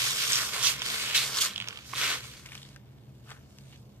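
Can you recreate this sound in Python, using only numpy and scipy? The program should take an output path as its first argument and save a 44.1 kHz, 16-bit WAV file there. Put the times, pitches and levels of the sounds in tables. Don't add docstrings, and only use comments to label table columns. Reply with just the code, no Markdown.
import sys
import numpy as np
from scipy import signal
from scipy.fft import rfft, irfft
from scipy.io import wavfile
from scipy.ndimage import map_coordinates

SR = 44100
rng = np.random.default_rng(int(sys.argv[2]) if len(sys.argv) > 2 else 0)


def inscribe(sig):
    pcm = np.round(np.clip(np.atleast_2d(sig).T, -1, 1) * 32767)
    wavfile.write(sys.argv[1], SR, pcm.astype(np.int16))


N = 176400
TIME_S, FREQ_HZ = np.arange(N) / SR, np.fft.rfftfreq(N, 1 / SR)
CLICK_TIME_S = np.arange(SR // 50) / SR


def amp(db):
    return 10 ** (np.asarray(db) / 20)


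def unit(x):
    return x / np.sqrt(np.mean(x ** 2) + 1e-20)


def eq_curve(points, hz=FREQ_HZ):
    point_hz, value = np.transpose(points)
    return np.interp(np.log(hz + 1), np.log(point_hz), value)


def automation(rows):
    times, *columns = np.transpose(rows)
    return [np.interp(TIME_S, times, column) for column in columns]


def shape(x, gain):
    return irfft(rfft(x) * gain, N)


def noise(gain, size=N):
    return unit(shape(rng.standard_normal(size), gain))


def add(mix, start_s, sound):
    part = mix[max(round(start_s * SR), 0):][:len(sound)]
    part += sound[:len(part)]


def pan(balance_db):
    return amp(balance_db * np.array([[.5], [-.5]]))


def place(x, left_lag_ms):
    half_lag = left_lag_ms * SR / 2000
    return np.array([map_coordinates(x, [np.arange(N) + side * half_lag], order=3) for side in (-1, 1)])


# freq_hz, level_db
AIR_EQ = [(25,-29),(60,6),(130,1.5),(230,-1),(320,-4.5),(600,-11),(1000,-18),(1600,-29.5),(4000,-46),(9000,-51),(14500,-29)]
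# pitch_hz, width_hz, level_db
HUM_PARTIALS = [(80.8,14,-66.5),(118.1,6,-56.5),(135,4.5,-56),(202.4,11.4,-63.5)]


def air_and_machine(air_db=-56.5, mono_below_hz=700):
    width = np.hypot(FREQ_HZ, mono_below_hz * .043) / np.hypot(FREQ_HZ, mono_below_hz)
    mid, side = rng.standard_normal((2, 2, N))
    air, drive = mid[:, None] + np.array([[1], [-1]]) * shape(side, width)[:, None]
    hum = sum(amp(db) * unit(shape(drive, 1 / (1 + ((FREQ_HZ - hz) / width_hz) ** 2) ** 2))
              for hz, width_hz, db in HUM_PARTIALS)
    return amp(air_db) * unit(shape(air, amp(eq_curve(AIR_EQ)))) + hum


# freq_hz, t60_s
ROOM_DECAY = [(200,0.3),(1500,0.057),(5000,0.087),(14000,0.17)]
# delay_s, gain
REFLECTIONS = [(.0026,0.17),(.0056,0.079)]


def room(x, tail_db=-7.5):
    hz, t, spectrum = signal.stft(rng.standard_normal((2, SR // 2)), SR, nperseg=256)
    decay = amp(-60 * t / eq_curve(ROOM_DECAY, hz)[:, None])
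    response = signal.istft(spectrum * decay, SR, nperseg=256)[1]
    response *= amp(tail_db) / np.linalg.norm(response[0])
    for delay_s, gain in REFLECTIONS:
        for side in response:
            add(side, delay_s * rng.uniform(.9, 1.2), np.array([gain]))
    return x + signal.fftconvolve(x, response, axes=1)[:, :N]


# time_s, left_lag_ms, left_minus_right_db
HAND_PATH = [(0,0.18,2),(.48,0.095,1),(.64,0.061,-4),(.82,0.13,0),(.9,0.17,4.5),(1.15,0.076,1.5),(1.27,-0.034,-1),(1.46,-0.047,3),(1.57,0.1,-2.5),(1.8,0.18,-2.5),(1.93,0.0097,-3),(1.99,0.066,2.5),(2.07,0.045,3),(2.3,0.14,1),(2.45,-0.093,3.5),]


def at_hand(x):
    left_lag_ms, balance_db = automation(HAND_PATH)
    return place(x, left_lag_ms) * pan(balance_db)


# centre_s, half_length_s, start_pitch_hz, end_pitch_hz, level_db
HOLLOW_SWELLS = [(0.359,0.032,5940,5350,-32),(0.43,0.087,1893,1089,-44.5),(0.661,.035,5980,5435,-27.5),(0.662,0.035,3100,3377,-32),(2.027,0.05,1345,1592,-42.5),(2.05,0.06,2682,2604,-36),(3.299,0.028,1303,1403,-54),(3.361,0.029,1590,1517,-57.5)]


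def cupped_hand(width_ratio=.19):
    out = np.zeros(N)
    for centre_s, half_s, start_hz, end_hz, db in HOLLOW_SWELLS:
        pitch_hz = np.interp(TIME_S, [centre_s - half_s, centre_s + half_s], [start_hz, end_hz])
        phase = 2 * np.pi * np.cumsum(pitch_hz) / SR
        cos_noise, sin_noise = noise(1 / (1 + (FREQ_HZ / (width_ratio * start_hz)) ** 2), (2, N))
        swell = amp(db) * np.exp(-((TIME_S - centre_s) / half_s) ** 2)
        out += swell * (cos_noise * np.cos(phase) + sin_noise * np.sin(phase))
    return at_hand(out)


def ping(hz, ring_s):
    t = CLICK_TIME_S
    return np.sin(2 * np.pi * hz * t) * t / ring_s * np.exp(1 - t / ring_s)


def crack(decay_s, low_hz, high_hz):
    band = signal.butter(2, [low_hz, min(high_hz, SR / 3)], "band", fs=SR, output="sos")
    fade = np.exp(-CLICK_TIME_S / decay_s)
    burst = signal.sosfilt(band, rng.standard_normal(len(fade)) * fade)
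    return unit(burst) * np.sqrt(np.mean(fade ** 2)) / 2


# start_s, level_db, pitch_hz, overtone_db
KNOCK_CUES = [(1.5608,-21,3120,-22),(1.933,-32,1200,-4),(1.9356,-27,1130,-1),(2.7616,-41,1620,-2),(2.7655,-46,1700,-3),(3.3053,-39,1420,-10)]


def fingertip_knocks(overtone_ratio=1.9, crack_db=-3):
    out = np.zeros(N)
    for start_s, db, hz, overtone_db in KNOCK_CUES:
        ring_s = .0008 * np.sqrt(1000 / hz)
        ring = ping(hz, ring_s) + amp(overtone_db) * ping(hz * overtone_ratio, ring_s / 2)
        add(out, start_s, amp(db) * (ring + amp(crack_db) * crack(2 * ring_s, hz, 2 * hz)))
    return out


# pitch_hz, decay_s, level_db
NAIL_MODES = [(1100,.0003,-15),(2800,.00035,-4),(5800,.00025,-2),(12500,.0001,-12)]
# start_s, level_db
SNAP_CUES = [(.819,-17),(1.6859,-13),(2.461,-25),(2.5524,-23),(2.69,-38),(2.7622,-32),(3.3053,-28.5),(3.586,-31)]


def nail_snaps():
    out, t = np.zeros(N), CLICK_TIME_S
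    snap = sum((-1) ** k * amp(db) * np.sin(2 * np.pi * hz * t) * np.exp(-t / decay_s)
               for k, (hz, decay_s, db) in enumerate(NAIL_MODES))
    for start_s, db in SNAP_CUES:
        add(out, start_s, amp(db) * snap)
    return out


# start_s, level_db, pitch_hz
GRIT_CUES = [(0.277,-16,6360),(0.3131,-17,1940),(0.3208,-10.5,6500),(0.332,-8,5450),(.356,-9,5400),(.794,-22,5160),(0.8195,-13.5,3170),(1.153,-24,3200),(1.163,-14,2960),(1.1776,-7,3840),(1.184,-11,3800),(1.356,-17,4900),(1.3714,-12.5,5750),(1.386,-11.5,4400),(1.51,-25.5,3200),(1.5356,-28,3920),(1.5793,-18,3150),(1.6018,-18,2850),(1.6127,-20,3060),(1.623,-22,3130),(1.6428,-27,2600),(1.675,-24,3080),(1.7075,-27,2870),(1.728,-27,2700),(1.759,-30,2860),(1.7735,-27.5,2850),(1.7888,-29,2400),(1.9535,-21.5,3640),(2.4576,-34,2400),(2.462,-34,2000),(2.4715,-39,2200),(2.488,-34,2700),(2.519,-30.5,2300),(2.5207,-31,2180),(2.5335,-31,3320),(2.5465,-37,2500),(2.5535,-27,2670),(2.577,-31,3470),(2.59,-39,2197),(2.618,-33,3550),(2.63,-31,3600),(2.651,-36,3600),(3.731,-40,2930)]


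def grit_clicks(trim_db=-4.5, crack_db=-1.5, repeat_s=.002, repeat_db=-7):
    out = np.zeros(N)
    for start_s, db, hz in GRIT_CUES:
        for delay_s, gain in ((0, 1), (repeat_s * (.5 + rng.random()), amp(repeat_db))):
            burst = amp(crack_db) * crack(decay_s=.001, low_hz=.35 * hz, high_hz=1.5 * hz)
            click = ping(hz, ring_s=.00035) + burst
            add(out, start_s + delay_s, gain * amp(db + trim_db) * click)
    return out


# freq_hz, level_db
RUB_EQ = [(40,-10.5),(150,3.5),(300,-3),(500,4),(750,-9.5),(1200,-24.5)]


def skin_rub(body_db, trim_db=-10, ceiling_db=-56):
    return at_hand(noise(amp(eq_curve(RUB_EQ))) * amp(np.minimum(body_db + trim_db, ceiling_db)))


# pitch_hz, ring_s, level_db
GRAIN_VOICES = [(1130,0.00034,-7.5),(1890,0.00027,-5.5),(3150,0.00018,2.5),(3970,0.00012,2),(5580,0.000081,-15),(7600,0.000099,-3.5)]


def coarse_grains(hits_per_s=260, spread_db=8):
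    out = np.zeros(N)
    for hz, ring_s, db in GRAIN_VOICES:
        sizes = amp(spread_db * np.minimum(rng.exponential(1, N), 3.5))
        hits = sizes * rng.choice([-1, 1], N) * (rng.random(N) < hits_per_s / SR)
        out += amp(db) * signal.oaconvolve(hits, unit(ping(hz, ring_s)))[:N]
    return at_hand(unit(out))


def contact_drift(x, patch_hz=700, patch_s=.05, depth_db=1.2):
    hz, t, spectrum = signal.stft(x, SR, nperseg=512)
    grid = np.meshgrid(hz / patch_hz, t / patch_s, indexing="ij")
    drift = map_coordinates(rng.standard_normal((64, 400)), grid, order=3, mode="mirror")
    return signal.istft(spectrum * amp(depth_db * drift), SR, nperseg=512)[1][:, :N]


# freq_hz, level_db
POWDER_EQ = [(200,-25),(480,-12),(780,-15),(1100,-3),(2300,2),(3400,3.5),(4600,0),(6200,-2.5),(8500,-6),(10300,-14),(12300,-8.5),(14500,-16)]


def powder_hiss(other_hand_db=-6, other_stops_s=.38, scatter_db=-4, scatter_hz=3470):
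    hiss = noise(amp(eq_curve(POWDER_EQ)), (4, N))
    other_gain = amp(other_hand_db) * (1 - np.tanh((TIME_S - other_stops_s) * 10)) / 2
    other_hand = other_gain * place(hiss[1], left_lag_ms=-.064)
    hands = (at_hand(hiss[0]) + other_hand) / np.hypot(1, other_gain)
    scatter = np.hypot(amp(scatter_db), FREQ_HZ / scatter_hz)
    focused = shape(hands, 1 / np.hypot(1, scatter))
    diffuse = shape(hiss[2:], scatter / np.hypot(1, scatter))
    return contact_drift(unit(focused + diffuse))


# time_s, body_db, rasp_db, treble_db
PALM_STROKES = [
    [(0,-41,-31,-33.5),(.11,-40.5,-34,-33),(.15,-42,-40,-36),(.235,-40.5,-30.5,-33.5),(.29,-42,-34.5,-33.5),(.37,-38.5,-30.5,-32.5),(.43,-37.5,-37.5,-35),(.47,-50,-39,-37.5),(.52,-46,-42,-41.5)],
    [(.545,-38.5,-36,-36),(.575,-36,-40,-37.5),(.617,-42.5,-38,-40),(.638,-36,-33,-32),(.678,-41.5,-27,-28.5),(.71,-42,-32.5,-32.5),(.755,-48,-40.5,-46.5),(.8,-45.5,-42,-50.5)],
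    [(.84,-48,-43,-45),(.862,-40,-36,-37.5),(.99,-42.5,-36,-38.5),(1.143,-42,-33,-41.5)],
    [(1.151,-37.5,-19,-27),(1.183,-36.5,-32.5,-29),(1.21,-41.5,-30.5,-34),(1.25,-40.5,-37.5,-37),(1.3,-41.5,-50,-40)],
    [(1.34,-43.5,-42,-39),(1.385,-35.5,-41,-33),(1.399,-37,-38,-37),(1.412,-48,-32,-27),(1.43,-39,-33,-28.5),(1.462,-39.5,-35,-33),(1.485,-48,-42,-44),(1.545,-54.5,-52,-56.5)],
    [(1.875,-60,-58,-50.5),(1.928,-51,-51.5,-50),(1.98,-41.5,-34.5,-38),(2.04,-35,-32.5,-35),(2.12,-35.5,-32,-38.5),(2.165,-43.5,-40,-45),(2.215,-54,-48.5,-54.5),(2.255,-55,-48,-52),(2.4,-59,-58,-56.5)],
]
# time_s, body_db, rasp_db, treble_db
FINGER_DRAGS = [
    [(1.57,-59,-48.5,-58.5),(1.7,-50.5,-48.5,-59),(1.84,-63.5,-52.5,-60)],
    [(2.44,-60,-62,-59.5),(2.57,-60,-55.5,-57.5),(2.7,-68,-61.5,-64.5),(2.82,-74.5,-73,-77.5)],
    [(3.24,-77,-72,-74),(3.285,-63,-60,-62.5),(3.315,-50,-57,-63),(3.35,-69,-68,-66.5),(3.42,-70,-71,-72.5)],
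    [(3.52,-74,-73,-69),(3.68,-71,-67.5,-66.5),(3.735,-71,-59,-66),(3.8,-78,-72.5,-71),(4,-78,-73,-76)],
]


def hand_strokes(palm_grain_db=-11, drag_grain_db=-5, body_hz=1960, treble_hz=4430):
    rows = [(*row, palm_grain_db) for stroke in PALM_STROKES for row in stroke]
    rows += [(*row, drag_grain_db) for drag in FINGER_DRAGS for row in drag]
    body_db, rasp_db, treble_db, grain_db = automation(sorted(rows))
    slide = (powder_hiss() + amp(grain_db) * coarse_grains()) / np.hypot(1, amp(grain_db))
    flutter_db = 1.48 * noise(1 / (1 + (FREQ_HZ * .007) ** 2))
    low = 1 / (1 + (FREQ_HZ / body_hz) ** 6)
    high = 1 - 1 / (1 + (FREQ_HZ / treble_hz) ** 6)
    bands = ((low, body_db - .5), (1 - low - high, rasp_db - 2.5), (high, treble_db + 1))
    scrape = sum(unit(shape(slide, band)) * amp(db + flutter_db) for band, db in bands)
    return scrape + skin_rub(body_db)


# freq_hz, left_minus_right_db
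PORT_BALANCE = [(100,-10),(600,2),(1000,-7.5),(1600,1.5),(3000,-4.5),(6300,-3),(8000,-0.5),(9600,8),(11300,3),(14500,-1)]


def scene(click_send=.7):
    clicks = at_hand(grit_clicks() + fingertip_knocks() + nail_snaps())
    hands = room(hand_strokes() + cupped_hand() + click_send * clicks) + (1 - click_send) * clicks
    return shape(hands, pan(eq_curve(PORT_BALANCE))) + air_and_machine()


def record(dry, cutoff_hz=14560):
    lowpass = signal.firwin(701, cutoff_hz, window=("kaiser", 8), fs=SR)
    return signal.oaconvolve(dry, lowpass[None], "same")


dry = scene()
out = record(dry)
inscribe(out)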